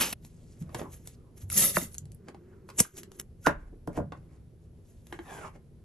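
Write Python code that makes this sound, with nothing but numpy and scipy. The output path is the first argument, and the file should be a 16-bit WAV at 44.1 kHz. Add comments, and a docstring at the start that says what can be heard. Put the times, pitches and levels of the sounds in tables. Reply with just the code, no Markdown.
"""Bath things are swapped close to a phone, over a low room rumble.
After a short hiss, a mesh sponge comes off its wall hook and drops into a lined bin (1.5 s), which
rustles and booms. Scissors crunch through the tag of a new one (2.8 s). Its cord is hung up with
knocks on the hollow wall panel (3.5 s); a brief tone swells into the first. Last, a razor taps a
shelf (5.1 s) and slides off, its handle ringing lower as it goes."""
import sys
import numpy as np
from scipy import signal
from scipy.fft import rfft, irfft, next_fast_len
from scipy.io import wavfile
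from scipy.ndimage import uniform_filter1d

SR = 44100
rng = np.random.default_rng(int(sys.argv[2]) if len(sys.argv) > 2 else 0)


def log_audio(samples):
    """Write samples as a 16-bit WAV file to the path given in sys.argv[1]."""
    # one column per channel
    frames = np.atleast_2d(samples).T
    # limit to full scale, then quantise
    limited = np.clip(frames, -1, 1)
    pcm = np.round(limited * 32767).astype(np.int16)
    wavfile.write(sys.argv[1], SR, pcm)


N = 257544
TIME_S = np.arange(N) / SR
EDGE_HZ = 15700

# Sponge brushing the rim, sliding, landing, settling. Each row: start in seconds, hold in seconds,
# level in dB.
LINER_SLIDES = [(1.519, 0.05, -36), (1.576, 0.067, -24.5), (1.666, 0.032, -34.5), (1.751, 0.0079, -34),
                (1.77, 0.015, -39.5), (1.813, 0.025, -42.5), (1.919, 0.021, -59)]
# Netting on the liner. Each row: frequency in Hz, relative level in dB.
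MESH_COLOUR = [(100, -8.5), (450, -7), (900, -16.5), (1400, -22.5), (1800, -16), (2900, -14.5),
               (4400, -14.5), (6000, -6), (7500, -7), (9000, -7), (11000, 1.5), (12300, -3.5),
               (13200, -9.5), (14000, -33.5), (15500, -46)]
# Narrow resonances of the lined bin. Each row: frequency in Hz, width in Hz, gain in dB.
BIN_RESONANCES = [(580.3, 35, 3), (1293, 61, 2), (1699, 36, -0.5), (2010, 70, 2), (2860, 130, -3.5),
                  (3700, 110, -0.5), (4320, 92, -1.5), (6590, 67, -2.5), (7200, 98, -1.5), (10750, 100, -7)]


def sponge_drop(boom_hz=170):
    """Netting slips down the liner; the rustle rings in the bin and the hollow booms along."""
    slide = sum(amp(db) * held(s, s + hold, 0.0087, 0.02) for s, hold, db in LINER_SLIDES)
    threads = grains(spread_db=-1, pan=0.53, per_band=14000) * slide
    rustle = colour(threads + amp(-7) * liner_folds(slide), tilted(MESH_COLOUR, 0.96))
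    ringing = sum(amp(db) * signal.lfilter(*signal.iirpeak(hz, hz / width, fs=SR), rustle)
                  for hz, width, db in BIN_RESONANCES)
    hollow = amp(-13) * boom(boom_hz, width=0.19) * slide
    return placed(rustle + ringing + hollow, room_db=-4.5)


def liner_folds(slide, pops_per_s=340, decay_cycles=18, spread_db=6, pitches=24):
    """Small folds pop at random under the sliding sponge, each ringing briefly."""
    t, out = np.arange(SR // 30) / SR, np.zeros(N)
    for hz in np.geomspace(1100, 12000, pitches) * rng.uniform(0.95, 1.05, pitches):
        popped = rng.random(N) < pops_per_s / pitches / SR
        strength = amp(spread_db * np.minimum(rng.exponential(1, N), 3))
        ring = np.exp(-t * hz / decay_cycles) * np.sin(2 * np.pi * hz * t)
        out += signal.oaconvolve(unit(popped * strength) * slide, ring / np.linalg.norm(ring))[:N]
    return out / np.sqrt(pitches)


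# Liner creases. Each row: start in seconds, decay in seconds, level in dB, pitch in Hz.
CRINKLES = [(1.5, 0.0012, -44.5, 1350), (1.5, 0.0018, -44, 2300), (1.519, 0.0025, -45, 1290),
            (1.574, 0.0023, -44.5, 1100), (1.577, 0.0012, -25.5, 6200), (1.638, 0.015, -22.5, 10750),
            (1.743, 0.0033, -46.5, 1800), (1.758, 0.0024, -39.5, 1900), (1.761, .001, -32, 7000),
            (1.766, 0.0013, -35.5, 4400), (1.779, 0.0029, -31, 11200), (1.982, 0.00078, -33, 6800)]


def liner_crinkles():
    """Larger creases give way one by one, each a short burst around one pitch."""
    t, out = np.arange(SR // 10) / SR, np.zeros(N)
    for s, decay, db, hz in CRINKLES:
        burst = resonant_noise(np.full(len(t), hz), width_hz=0.2 * hz)
        add(out, s, amp(db) * burst * pulse(t, decay))
    return placed(out, room_db=-15)


# Bin modes. Each row: frequency in Hz, level in dB, T60 in seconds.
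BIN_MODES = [(180, -15.5, 0.11), (343, -21, 0.1), (629, 4, 0.028), (960, -10.5, .04), (1290, -4.5, .05),
             (1640, -0.5, .04), (1920, 2, .04)]
# Sponge landing. Each row: start in seconds, level in dB, contact time in seconds.
BIN_BLOWS = [(1.7712, -4.5, 0.00048)]


def bin_landing(peak_s=1.7696, lead_s=0.0041, end_hz=573, sweep_hz=4976, fall_s=0.0034):
    """The thin bin wall rings and bends; short waves arrive first, so the thump swoops down."""
    t, chirp = np.arange(SR // 20) / SR, np.zeros(N)
    pitch = end_hz + sweep_hz * np.exp(-(t / fall_s) ** 2)
    add(chirp, peak_s - lead_s, np.sin(phase(pitch)))
    flex = amp(-11) * chirp * held(peak_s, peak_s, 0.00037, 0.0017)
    return struck(BIN_MODES, BIN_BLOWS, room_db=-16) + placed(flex, room_db=-13.5)


# Short bright hisses. Each row: peak in seconds, length in seconds, level in dB.
BRIGHT_HISSES = [(0.258, 0.04, -59), (0.613, 0.032, -59.5), (0.79, 0.058, -50), (0.936, 0.036, -51),
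                 (0.97, 0.05, -64.5), (1.078, 0.066, -59.5), (1.379, 0.015, -55), (1.421, 0.032, -53.5),
                 (2.693, .014, -58.5), (2.825, 0.053, -42), (2.985, 0.03, -43.5), (3.158, 0.05, -61),
                 (3.199, 0.0084, -40.5), (3.471, 0.031, -40), (3.969, 0.038, -58), (4.9, 0.074, -69.5),
                 (5.107, 0.098, -66), (5.34, 0.14, -58.5)]
# Steady scratching of netting and sleeve. Each row: start in seconds, end in seconds, level in dB.
GRIPS = [(0.226, 0.636, -73), (0.51, 0.532, -73), (1.056, 1.149, -66), (4.304, 4.368, -79.5),
         (4.62, 4.658, -82), (4.854, 5.02, -76)]
# Bright hiss and scratch spectra. Each row: frequency in Hz, relative level in dB.
BRIGHT_COLOUR = [(100, -0.5), (400, -2), (900, -13), (1800, -9), (3200, -10.5), (4700, -14.5), (6500, -2),
                 (9000, -8.5), (11200, 2.5), (12300, -8), (13500, -29)]
GRIP_COLOUR = [(300, 1), (1000, -14), (2000, -3), (3800, -2.5), (6500, 1.5), (9000, 3.5), (11200, -1),
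               (13500, -26)]


def hisses_and_scratches():
    """Light mesh brushes, fizz around the snip, click and knock, and faint scratching of the grip."""
    swells = sum(swell(*row, lead=0.49) for row in BRIGHT_HISSES)
    hiss = colour(grains(spread_db=1, per_band=14000) * swells, BRIGHT_COLOUR)
    grip = sum(amp(db) * held(start, end, 0.005, 0.005) for start, end, db in GRIPS)
    scratch = colour(grains(spread_db=-1.5, per_band=5000) * grip, GRIP_COLOUR)
    return placed(hiss + scratch, room_db=-12)


# Scissor snaps. Each row: start in seconds, level in dB, decay in seconds.
SNAPS = [(2.7926, -19, .0004), (2.801, -14, 0.0007), (2.8026, -12.5, 0.00066), (3.1979, -26, 0.0008),
         (3.2072, -40, .0005), (3.2132, -39, 0.0006)]
# Crunch and snap spectra. Each row: frequency in Hz, relative level in dB.
CUT_COLOUR = [(200, -3), (800, -12.5), (1400, -17), (3000, -11), (4300, -20.5), (5600, -7), (7600, 2.5),
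              (9000, 2.5), (11200, 4.5), (12500, -10.5), (13500, -25.5), (15500, -21)]
SNAP_COLOUR = [(200, -8), (900, -12), (2000, -6.5), (3800, -9), (4700, -17), (5800, -0.5), (7400, 0),
               (9000, -2.5), (11200, 4), (12500, -10.5), (13500, -19.5), (15500, -14)]
# Tag and blade modes. Each row: frequency in Hz, level in dB, T60 in seconds.
TAG_MODES = [(100, -2.5, 0.023), (202.6, -1.5, 0.026), (488, -9, 0.029)]
BLADE_MODES = [(6560, -2.5, .12), (7400, -0.5, .05), (8890, -2, .12), (8750, -2, .09), (9970, -1, .12),
               (10600, 4.5, 0.094), (11120, -0.5, .13), (12260, -2.5, 0.13)]
# Blows at the cut. Each row: start in seconds, level in dB, contact time in seconds.
TAG_BLOWS = [(2.8046, -10.5, 0.00012)]
BLADE_BLOWS = [(2.8025, -43, 0.0000099)]


def scissors(bite_s=2.788, cut_s=2.805, cut_db=-17.5, squeeze_db_per_s=399.5):
    """Fibres crunch ever louder until the blades snap through and ring; later they click again."""
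    bite = held(bite_s, cut_s, 0.006, 0.0061)
    squeeze = amp(cut_db + squeeze_db_per_s * np.minimum(TIME_S - cut_s, 0))
    crunch = grains(spread_db=-4, per_band=20000) * bite * squeeze
    t, snaps = np.arange(SR // 50) / SR, np.zeros(N)
    for s, db, decay in SNAPS:
        add(snaps, s, amp(db) * pulse(t, decay) * rng.choice([-1, 1], len(t)))
    return (placed(colour(crunch, CUT_COLOUR), room_db=-15)
            + placed(colour(snaps, SNAP_COLOUR), room_db=-26.5)
            + struck(TAG_MODES, TAG_BLOWS, room_db=-32)
            + struck(BLADE_MODES, BLADE_BLOWS, room_db=-18))


# Wall panel modes. Each row: frequency in Hz, level in dB, T60 in seconds.
WALL_MODES = [(83.1, -24.5, 0.323), (140, -31, 0.15), (169.5, -16.5, 0.2), (230.7, -21.5, 0.22),
              (311.3, -10, 0.1), (427, -10, 0.071), (566, -17, 0.21), (591, -8, 0.072), (712, -14.5, 0.073),
              (943, -22.5, 0.11), (1000, 15, 0.0052), (1212, -16, 0.078), (1440, 7.5, 0.01),
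              (1427, -11.5, 0.088), (1529, -28, 0.062), (2690, -13, 0.0071), (5760, -10.5, 0.006)]
# Knocks on the panel. Each row: start in seconds, level in dB, contact time in seconds.
WALL_BLOWS = [(3.4697, -12.5, 0.000018), (3.4757, -25.5, 0.0003), (3.483, -22.5, 0.00032),
              (3.876, -15, 0.00047), (3.9754, -14.5, 0.00037), (3.988, -18.5, 0.0004),
              (4.002, -16, 0.00056), (4.121, -38, 0.00012)]


def wall_knocks():
    """The hollow panel rings as the cord is hung up."""
    return struck(WALL_MODES, WALL_BLOWS, room_db=-7)


def tone_before_knock(start_s=3.46, hold_s=0.014, hz=1450, jitter=0.049, level_db=-27.5):
    """A brief, nearly pure tone swells into the first knock."""
    envelope = held(start_s, start_s + hold_s, 0.0038, 0.0032)
    pitch = hz * (1 + jitter * wobble(samples=200))
    return placed(amp(level_db) * unit(np.sin(phase(pitch))) * envelope, room_db=-15.5)


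# Modes of the ringing taps. Each row: frequency in Hz, level in dB, T60 in seconds.
RINGING_TAP_MODES = [(344, 13, 0.056), (450, -2, 0.04), (833, 13.5, 0.025), (1202, -2.5, 0.0596),
                     (1440, -5, 0.07), (1648, 12.5, 0.023), (1900, 6, 0.034), (2164, 5, 0.031),
                     (2750, -4, 0.04), (3150, 9, 0.018), (4080, -1, 0.021)]
# Blows of hook and razor. Each row: start in seconds, level in dB, contact time in seconds.
RINGING_TAP_BLOWS = [(0.749, -43, 0.00023), (5.125, -46, 0.000036), (5.1897, -50.5, 0.000043),
                     (5.1951, -40.5, 0.00047)]


def ringing_taps():
    """Light ringing taps: first the wall hook, later the razor on the shelf."""
    return struck(RINGING_TAP_MODES, RINGING_TAP_BLOWS, room_db=-6.5)


# Glide of the razor handle. Each row: time in seconds, pitch in Hz, level in dB.
HANDLE_GLIDE = [(5.26, 1854, -56), (5.32, 1680, -49), (5.41, 1519, -51), (5.45, 1242, -50),
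                (5.49, 1000, -56.5)]
# Handle modes. Each row: multiple of the pitch, width in Hz, level in dB.
HANDLE_MODES = [(0.521, 400, -4.5), (0.999, 131, -5), (1.4, 250, -16), (2.001, 403, -16.5)]


def razor_handle(ease_s=0.0095, catch_db=2):
    """The sliding handle rings in uneven catches, lower as more of it hangs over the edge."""
    s, hz, db = np.transpose(HANDLE_GLIDE)
    pitch = np.interp(TIME_S, s, hz)
    force = amp(np.interp(TIME_S, s, db)) * held(s[0], s[-1], ease_s, ease_s)
    catches = amp(catch_db * wobble(samples=250))
    ring = sum(amp(mode_db) * resonant_noise(pitch * ratio, width)
               for ratio, width, mode_db in HANDLE_MODES)
    return placed(ring * force * catches, room_db=-11.5)


# Cord, fingers and razor rubbing. Each row: peak in seconds, length in seconds, level in dB.
RUBS = [(0.814, 0.12, -50.5), (2.293, 0.029, -54.5), (2.527, 0.18, -69), (2.698, 0.011, -56),
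        (3.616, 0.088, -63.5), (3.684, 0.02, -64.5), (3.978, 0.03, -42), (4.177, 0.022, -60),
        (4.233, 0.028, -71), (4.357, 0.13, -67), (5.15, 0.037, -51), (5.56, 0.027, -54)]
# Rub spectrum. Each row: frequency in Hz, relative level in dB.
RUB_COLOUR = [(100, 4), (400, 7.5), (850, -2.5), (1500, -6.5), (2200, -7.5), (4000, -22.5), (7000, -18),
              (11000, -21.5), (13000, -44)]


def rubs(drag_from_s=5.305, drag_to_s=5.48, drag_db=-52):
    """Fine stick and slip on hard surfaces, and the razor's long drag off the shelf."""
    slips = grains(spread_db=-0.5)
    strokes = colour(slips * sum(swell(*row, lead=0.7) for row in RUBS), RUB_COLOUR)
    pull = amp(drag_db) * held(drag_from_s, drag_to_s, 0.05, 0.0049)
    drag = colour(slips * pull, tilted(RUB_COLOUR, 1.5))
    return placed(strokes, room_db=-6) + placed(drag, room_db=-2.5)


# Hollow scrapes. Each row: peak in seconds, length in seconds, level in dB, pitch in Hz.
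SCRAPES = [(0.802, 0.095, -45.5, 524), (0.858, 0.027, -49, 1010), (1.275, 0.26, -76, 1013),
           (2.535, 0.11, -72.5, 1404), (2.852, 0.01, -47, 1360), (3.991, 0.0325, -37, 605.6),
           (5.324, 0.068, -47, 705), (5.452, 0.026, -40.5, 1079)]


def plastic_scrapes(sag_octaves_per_s=4):
    """Friction noise in one resonance that sinks as the contact slows."""
    out = np.zeros(N)
    for s, length, db, hz in SCRAPES:
        pitch = hz * 2 ** np.clip(-sag_octaves_per_s * (TIME_S - s), -0.2, 0.2)
        out += resonant_noise(pitch, width_hz=0.38 * hz) * swell(s, length, db, lead=0.46)
    return placed(out, room_db=-7)


# Ticks and taps. Each row: start in seconds, level in dB, tilt in dB per octave.
TICKS = [(.249, -62, -1), (.624, -68, -1.5), (1.0739, -53.5, 0.5), (1.501, -47, 3.5), (1.944, -55.5, 8),
         (1.9495, -60.5, -0.5), (1.982, -53.5, 5), (2.055, -70, -2), (2.119, -65.5, 4), (2.147, -67, 17),
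         (2.970, -64, -1.5), (2.978, -58, -0.5), (3.033, -58, -1.5), (3.118, -62.5, -1.5), (3.931, -78, 2),
         (5.069, -67, 0)]
TAPS = [(.693, -62.5, 1.5), (.7463, -45.5, 4.5), (.7943, -51.5, 3), (.8148, -45, -1.5), (2.2842, -57, 3.5),
        (2.3455, -57, 1), (2.6895, -58, 3), (2.7005, -60, 5), (3.4638, -40, 3.5), (3.4696, -33.5, 2.5),
        (3.874, -64, 10), (4.1215, -50, -0.5), (5.126, -59.5, 6), (5.19, -61.5, 1.5)]
# Their spectra. Each row: frequency in Hz, relative level in dB.
TICK_COLOUR = [(100, 0), (400, 5), (1100, -7.5), (3500, -3), (7000, 0), (11000, 5), (12500, -7.5),
               (14000, -26)]
TAP_COLOUR = [(40, -14.5), (250, 7), (1100, -4), (2200, -15.5), (4800, -25), (11000, -33), (13200, -45),
              (14500, -68)]


def small_contacts():
    """Threads and film flick free with bright ticks; hard plastic taps lightly."""
    return (clicks(TICKS, TICK_COLOUR, decay_s=0.0014, room_db=-8)
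            + clicks(TAPS, TAP_COLOUR, decay_s=0.0043, room_db=-6.5))


# Handling bumps. Each row: peak in seconds, length in seconds, level in dB, pitch in Hz.
BUMPS = [(0.619, 0.042, -35, 139), (0.761, 0.1, -43, 129), (0.833, 0.035, -43, 259),
         (1.076, 0.024, -53, 119.4), (1.443, 0.15, -40.5, 80), (1.571, 0.013, -30, 169),
         (1.827, 0.017, -31.5, 183), (2.021, 0.11, -43.5, 111.3), (2.281, 0.02, -44.5, 430),
         (3.519, 0.2, -38.5, 32.65), (3.727, 0.039, -49.5, 342), (3.998, 0.13, -39, 140)]


def bumps():
    """Soft things push on hollow things, each a low boom."""
    return ports(sum(boom(hz, width=0.28) * swell(s, length, db, lead=0.11)
                     for s, length, db, hz in BUMPS))


# Spurts of hiss. Each row: peak in seconds, length in seconds, level in dB.
HISS_SPURTS = [(0.011, 0.053, -23.5), (0.128, 0.0048, -29)]
# Hiss spectrum. Each row: frequency in Hz, relative level in dB.
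HISS_COLOUR = [(40, -10.5), (200, 1.5), (600, -4), (1100, -4), (1900, -7), (2800, 0), (4000, -7.5),
               (5600, -5), (8000, -4.5), (10500, -1), (12000, -0.5), (13500, -32.5)]


def opening_hiss(stop_s=0.1356, shut_s=0.0025):
    """A broad hiss starts at once, fades, spurts again and is shut off."""
    flow = sum(swell(*row, lead=0.18) for row in HISS_SPURTS) * held(0, stop_s, shut_s, shut_s)
    return placed(colour(grains(spread_db=2, per_band=30000) * flow, HISS_COLOUR), room_db=-37.5)


# Rumble and hum spectra. Each row: frequency in Hz, relative level in dB.
RUMBLE_COLOUR = [(12, -40.5), (20, -12), (80, -2), (171, -8.5), (196, -17.5), (238, -11.5), (282, -21),
                 (382, -17.5), (811, -38), (1100, -42), (2540, -48), (9000, -53), (11100, -46),
                 (15500, -77)]
HUM_COLOUR = [(80, -12), (200, 8), (280, -9), (370, 8), (480, -8), (700, -25), (1500, -24), (3000, -40)]
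# Diffuse sound. Each row: frequency in Hz, left-right likeness from 0 to 1.
LIKENESS = [(40, .985), (150, .93), (300, .85), (700, .65), (2000, .35), (12000, .35)]


def background(rumble_db=-51, hum_db=-56, waver_db=0.5, waver_s=0.12, ease_s=0.0062):
    """Wavering rumble and faint hiss yield to a soft hum around the cut; all dip briefly after it."""
    size = next_fast_len(N)
    hz = np.fft.rfftfreq(size, 1 / SR)
    left, apart, slow = rfft(rng.standard_normal((3, size)))
    same = np.clip(read(LIKENESS, hz), 0, 1)
    right = same * left + np.sqrt(1 - same ** 2) * apart
    noise = irfft(np.array([left, right]) * amp(read(RUMBLE_COLOUR, hz)), size)[:, :N]
    waver = unit(irfft(slow * np.exp(-(hz * waver_s) ** 2), size)[:N])
    humming = held(2.2, 3.24, ease_s, ease_s)
    calm_db = -5 * humming - 1.5 * held(3.3, N / SR, waver_s, waver_s)
    dip_db = -14.5 * held(2.825, 2.925, ease_s, ease_s)
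    hum = ports(colour(rng.standard_normal(N), HUM_COLOUR) * amp(hum_db) * humming)
    rumble = unit(noise) * amp(rumble_db + waver_db * waver + calm_db)
    return (rumble + hum) * amp(dip_db)


# Room decay. Each row: frequency in Hz, T60 in seconds.
ROOM_T60 = [(100, 0.94), (400, 0.26), (1500, 0.51), (5000, 0.19), (12000, 0.14)]


def echoes(x, first_s=0.0033, early_s=0.037, early_gain=13):
    """Hard nearby walls: dense early reflections, then a tail that dies faster in the treble."""
    t = np.arange(SR // 2) / SR
    taps = rng.standard_normal((2, len(t))) * (t > first_s) * (1 + early_gain * np.exp(-t / early_s))
    hz, s, bands = signal.stft(taps, SR, nperseg=256)
    same = np.clip(read(LIKENESS, hz), 0, 1)[:, None] ** 2
    bands[1] = same * bands[0] + np.sqrt(1 - same ** 2) * bands[1]
    decay = amp(-60 * s / read(ROOM_T60, hz)[:, None])
    tail = signal.istft(bands * decay, SR, nperseg=256)[1]
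    return signal.oaconvolve(x[None], tail / np.linalg.norm(tail[0]), axes=1)[:, :N]


# Lag between microphone ports. Each row: frequency in Hz, left lead in radians.
PORT_PHASE = [(100, 0), (550, -.7), (1100, -.4), (2000, .3), (4500, .5), (7200, 1.4), (8400, 1.9),
              (9200, 3.2), (10500, 4.7), (12500, 5.6)]
# Port balance. Each row: frequency in Hz, left minus right in dB.
PORT_BALANCE = [(100, -0.74), (500, 0), (1000, -5.5), (2000, -0.05), (10000, 0)]


def ports(x):
    """Direct sound reaches the two microphone ports slightly out of step and unequal."""
    size = next_fast_len(N + SR // 10)
    hz = np.fft.rfftfreq(size, 1 / SR)
    turn = np.exp(0.5j * read(PORT_PHASE, hz))
    lean = amp(read(PORT_BALANCE, hz) / 2)
    return irfft(rfft(x, size) * np.array([turn * lean, turn.conj() / lean]), size)[:, :N]


def placed(x, room_db, bounce_s=0.0011, bounce_db=-6, bounce_hz=(650, 2800)):
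    """Direct sound, a bounce off the nearest surface that widens the midrange, and echoes."""
    mono, bounce = np.atleast_2d(x).mean(0), np.zeros(N)
    add(bounce, bounce_s, signal.lfilter(*signal.butter(1, bounce_hz, "bandpass", fs=SR), mono))
    return ports(x) + amp(bounce_db) * np.array([bounce, -bounce]) + amp(room_db) * echoes(mono)


def struck(modes, blows, room_db, build_cycles=0.43):
    """Blows ring an object's modes; a longer contact gives a duller knock."""
    t, ring, out = np.arange(SR // 2) / SR, 0, np.zeros(N)
    for k, (hz, db, t60) in enumerate(modes):
        envelope = amp(db - 60 * t / t60) * (1 - np.exp(-t * hz / build_cycles))
        ring += (-1) ** k * envelope * np.sin(2 * np.pi * hz * t)
    for s, db, contact in blows:
        push = t * np.exp(-t / contact)
        add(out, s, amp(db) * signal.fftconvolve(ring, push / push.sum())[:len(t)])
    return placed(out, room_db)


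def clicks(rows, spectrum, decay_s, room_db, chatter=0.69):
    """Each contact is an impulse and a few ms of chatter; harder ones tilt towards the treble."""
    t, out = np.arange(SR // 12) / SR, np.zeros(N)
    for s, db, tilt in rows:
        force = (t == 0) + chatter * np.exp(-t / decay_s) * rng.standard_normal(len(t))
        add(out, s, amp(db) * unit(colour(force, tilted(spectrum, tilt))))
    return placed(out, room_db)


def grains(spread_db, pan=0.057, per_band=9000, bands=10):
    """Tiny impulses at random moments, each with its own band, strength and side."""
    size = next_fast_len(N)
    hz, spectrum = np.fft.rfftfreq(size, 1 / SR), 0
    centres = np.linspace(0, EDGE_HZ, bands)
    for centre in centres:
        at = rng.integers(0, N, per_band)
        side = pan * (centre > 0) * rng.standard_normal(per_band)  # bass stays central
        height = amp(spread_db * np.minimum(rng.exponential(1, per_band), 4))
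        height *= rng.choice([-1, 1], per_band)
        height *= amp(2.5 * rng.standard_normal(N // 500 + 1))[at // 500]  # colour shifts every 11 ms
        trains = np.array([np.bincount(at, height * (1 + sign * side), size) for sign in (1, -1)])
        band = np.cos(np.pi / 2 * np.clip((hz - centre) / centres[1], -1, 1))
        spectrum += rfft(trains) * band
    return unit(irfft(spectrum, size)[:, :N])


def boom(hz, width):
    """Noise around one pitch; width is a share of it."""
    band = signal.butter(2, [hz / (1 + width), hz * (1 + width)], "bandpass", fs=SR, output="sos")
    return unit(signal.sosfilt(band, rng.standard_normal(N)))


def resonant_noise(hz, width_hz):
    """Noise in a resonance that follows a pitch curve."""
    flutter = signal.lfilter(*signal.butter(2, width_hz / 2, fs=SR), rng.standard_normal((2, len(hz))))
    angle = phase(hz)
    return unit(flutter[0] * np.cos(angle) + flutter[1] * np.sin(angle))


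def colour(x, spectrum, size=2048):
    """Causal filter of unit energy with the given spectrum."""
    log_gain = np.log(amp(read(spectrum, abs(np.fft.fftfreq(size, 1 / SR)))))
    taps = np.fft.ifft(np.exp(np.conj(signal.hilbert(log_gain)))).real[:size // 2]
    taps = np.array(taps / np.linalg.norm(taps), ndmin=x.ndim)
    return signal.oaconvolve(x, taps, axes=-1)[..., :x.shape[-1]]


def tilted(spectrum, db_per_octave):
    """Leans a spectrum."""
    return [(hz, db + db_per_octave * np.log2(hz)) for hz, db in spectrum]


def held(start_s, end_s, attack_s, release_s):
    """Gain that grows until the start, holds until the end and dies away."""
    outside = np.maximum((start_s - TIME_S) / attack_s, (TIME_S - end_s) / release_s)
    return np.exp(-np.maximum(outside, 0))


def swell(peak_s, length_s, db, lead):
    """Gain of one stroke; lead is the share of its length spent growing."""
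    return amp(db) * held(peak_s, peak_s, lead * length_s, (1 - lead) * length_s)


def pulse(t, decay_s):
    """Gain that rises to one and decays."""
    return t / decay_s * np.exp(1 - t / decay_s)


def wobble(samples):
    """Smoothed noise of unit rms."""
    return unit(uniform_filter1d(rng.standard_normal(N), size=samples))


def phase(hz):
    """Pitch curve to radians."""
    return 2 * np.pi * np.cumsum(hz) / SR


def add(mix, start_s, sound):
    """Mixes a sound in at a time."""
    part = mix[..., max(round(start_s * SR), 0):][..., :sound.shape[-1]]
    part += sound[..., :part.shape[-1]]


def read(points, hz):
    """Reads a table on a log-frequency axis."""
    points_hz, values = np.transpose(points)
    return np.interp(np.log(hz + 1), np.log(points_hz + 1), values)


def amp(db):
    """Decibels to gain."""
    return 10 ** (np.asarray(db) / 20)


def unit(x):
    """Scales to an rms of one."""
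    return x / np.sqrt(np.mean(x ** 2) + 1e-20)


def scene():
    """Sponge, scissors, wall and razor, with small noises and the room."""
    sponge = sponge_drop() + liner_crinkles() + bin_landing()
    fizz = hisses_and_scratches()
    wall = wall_knocks() + tone_before_knock()
    ringing = ringing_taps() + razor_handle()
    handling = rubs() + plastic_scrapes() + small_contacts() + bumps()
    return sponge + scissors() + wall + ringing + handling + fizz + opening_hiss() + background()


def record(dry):
    """The microphone dulls the highest treble and limits the band."""
    hz = np.linspace(0, SR / 2, 257)
    rolloff_db = read([(11500, 0), (13500, -5), (15000, -13)], hz)
    response = signal.firwin2(255, hz, amp(rolloff_db), fs=SR)
    edge = signal.firwin(511, EDGE_HZ, window=("kaiser", 9), fs=SR)
    return signal.oaconvolve(dry, np.convolve(response, edge)[None], "same")


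dry = scene()
out = record(dry)
log_audio(out)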